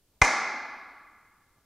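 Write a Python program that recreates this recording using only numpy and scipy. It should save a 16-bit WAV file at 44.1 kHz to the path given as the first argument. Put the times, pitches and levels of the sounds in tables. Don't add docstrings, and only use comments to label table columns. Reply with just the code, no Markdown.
import sys
import numpy as np
from scipy import signal
from scipy.fft import irfft
from scipy.io import wavfile

SR = 44100
rng = np.random.default_rng(int(sys.argv[2]) if len(sys.argv) > 2 else 0)


def transcribe(signal):
    frames = np.atleast_2d(signal).T
    limited = np.clip(frames, -1, 1)
    pcm = np.round(limited * 32767).astype(np.int16)
    wavfile.write(sys.argv[1], SR, pcm)


N = 72765
RING_START_S = .2160

# pitch_hz, direct_level_db, t60_s, relative_reverb_level_db
WOOD_MODES = [(295, -30, 0.07, -35), (439, -26, 0.086, -39.5), (594, -21, 0.082, -41),
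              (778, -16, 0.12, -19.5), (846, -13.5, 0.071, -15), (974.4, -10.5, .045, -31.5),
              (1154, -13, 0.047, -15.5), (1387, -22, .04, -17.5), (1697, -16, 0.057, -14.5),
              (2073, -2.5, 0.043, -11), (2187, -27, .035, -17), (2405, -10, 0.054, -19),
              (5685, -29, 0.037, -40), (5970, -18, 0.039, -39.5)]
# frequency_hz, side_minus_mid_db
STEREO_WIDTH = [(60, -28.5), (300, -23), (700, -39.5), (1300, -39), (2300, -20), (4400, -12), (8000, -4.5),
                (14000, 3)]


def amp(db):
    return 10 ** (np.asarray(db) / 20)


def curve_at(points, hz):
    point_hz, value = np.transpose(points)
    return np.interp(np.log(hz + 1), np.log(point_hz + 1), value)


def since(start_s):
    return np.maximum(np.arange(N) / SR - start_s, 0)


def decay(t, t60):
    return np.exp(-np.log(1000) * t / t60)


def noise(colour, width=STEREO_WIDTH):
    hz = np.fft.rfftfreq(N, 1 / SR)
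    mid, side = np.exp(2j * np.pi * rng.random((2, len(hz)))) * colour(hz)
    side = side * amp(curve_at(width, hz))
    stereo = irfft(np.array([mid + side, mid - side]), N)
    return stereo / np.sqrt(np.mean(stereo ** 2) + 1e-20)


def room_tone(level_db=-69):
    # frequency_hz, relative_level_db
    colour = [(20, 1.5), (60, 1), (140, -4.5), (350, -8.5), (600, -12.5), (1000, -18.5), (2300, -21.5),
              (4000, -21.5), (15500, -24)]
    # frequency_hz, side_minus_mid_db
    width = [(60, -22), (240, -17), (950, -19), (3770, -2), (15000, 0.5)]
    return amp(level_db) * noise(lambda hz: amp(curve_at(colour, hz)), width)


def cloth_rustles():
    # peak_s, half_length_s, level_db
    moves = [(.15, .09, -82), (1.582, 0.01, -71)]
    # frequency_hz, relative_level_db
    colour = [(60, -17.5), (180, -2), (400, -5.5), (550, -11), (720, -2.5), (1000, -3), (1400, -17),
              (8000, -43)]
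    envelope = sum(amp(db) * np.exp(-((since(0) - peak) / half) ** 2) for peak, half, db in moves)
    return envelope * noise(lambda hz: amp(curve_at(colour, hz)))


def wood_colour(hz, spread=1.4):
    power = sum(amp(db) ** 2 / (1 + ((hz - pitch_hz) * t60 / (2 * spread)) ** 2) ** 2
                for pitch_hz, _, t60, db in WOOD_MODES)
    return np.sqrt(power)


def reverb_tail(wash_db=-25, ring_db=-23.5, predelay_s=0.021, build_s=0.0092):
    # frequency_hz, relative_level_db
    colour = [(50, -24.5), (130, -17), (250, -2), (450, -3), (700, 5.5), (1500, 1), (2450, -1),
              (2850, -12.5), (3650, -10), (4000, -7.5), (6200, -2.5), (8000, -15), (11000, -21.5),
              (13000, -46), (15500, -54.5)]
    # frequency_hz, t60_s
    decay_times = [(80, .9), (250, 1.715), (550, 1.224), (1200, 1.745), (2100, 1.507), (3000, 1.3),
                   (4300, 1.204), (6000, 0.87), (8000, 0.69), (12000, 0.46)]
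    wash = amp(wash_db) * noise(lambda hz: amp(curve_at(colour, hz)))
    ring = amp(ring_db) * noise(wood_colour)
    hz, t, bands = signal.stft(wash + ring, SR, nperseg=512)
    bands = bands * decay(np.maximum(t - RING_START_S, 0), curve_at(decay_times, hz)[:, None])
    tail = signal.istft(bands, SR, nperseg=512)[1][:, :N]
    return tail * np.minimum(since(RING_START_S + predelay_s) / build_s, 1)


def early_echoes(ring, slap_t60_s=0.027):
    # delay_s, ring_gain_db, crack_level_db
    bounces = [(.0165, -13.5, -21), (.0228, -18.5, -21.5), (.0262, -28, -31), (0.0323, -22.5, -21.5)]
    slaps = crack_bursts([(RING_START_S + delay, db, slap_t60_s) for delay, _, db in bounces])
    rings = sum(amp(db) * np.pad(ring, ((0, 0), (round(delay * SR), 0)))[:, :N]
                for delay, db, _ in bounces)
    return slaps + rings


def floor_thump(start_s=.2168, level_db=-12.5, attack_s=0.003, t60_s=.075):
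    start_hz, end_hz, sag_s = 145, 10, 0.0095
    t = since(start_s)
    hz = end_hz + (start_hz - end_hz) * np.exp(-t / sag_s)
    swing = -np.sin(2 * np.pi * np.cumsum(hz * (t > 0)) / SR)
    return amp(level_db) * np.minimum(t / attack_s, 1) * decay(t, t60_s) * swing


def wood_ring(attack_s=0.0048, attack_cycles=0.83):
    t = since(RING_START_S)
    ears = np.array([[-1], [1]])
    ring = np.zeros((2, N))
    for hz, db, t60, _ in WOOD_MODES:
        swell = np.sin(np.pi / 2 * np.minimum(t / (attack_s + attack_cycles / hz), 1)) ** 2
        ear_phase = ears * amp(curve_at(STEREO_WIDTH, hz))
        ring += amp(db) * swell * decay(t, t60) * np.sin(2 * np.pi * hz * t + ear_phase)
    return ring


def crack_bursts(hits, attack_s=0.00023):
    # frequency_hz, relative_level_db
    colour = [(100, -10.5), (500, 2), (1200, 9), (2450, 3.5), (3000, -6), (4500, -5.5), (6500, -1),
              (8200, -11.5), (12000, -23), (13500, -33.5), (15500, -42.5)]
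    envelope = sum(amp(db) * np.minimum(since(start) / attack_s, 1) * decay(since(start), t60)
                   for start, db, t60 in hits)
    return envelope * noise(lambda hz: amp(curve_at(colour, hz)))


def stick_crack():
    # start_s, level_db, t60_s
    contacts = [(.2151, -26, 0.058), (.2171, -16, 0.042), (0.22, -26.5, .022)]
    return crack_bursts(contacts)


def scene():
    ring = wood_ring()
    slap = stick_crack() + ring + floor_thump()
    return slap + early_echoes(ring) + reverb_tail() + cloth_rustles() + room_tone()


def record(dry):
    knee_db, ceiling_db, cutoff_hz = -4, -1, 15700
    knee = amp(knee_db)
    headroom = amp(ceiling_db) - knee
    below_knee = np.clip(dry, -knee, knee)
    limited = below_knee + headroom * np.tanh((dry - below_knee) / headroom)
    lowpass = signal.firwin(255, cutoff_hz, window=("kaiser", 9), fs=SR)
    return signal.oaconvolve(limited, lowpass[None], "same")


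dry = scene()
out = record(dry)
transcribe(out)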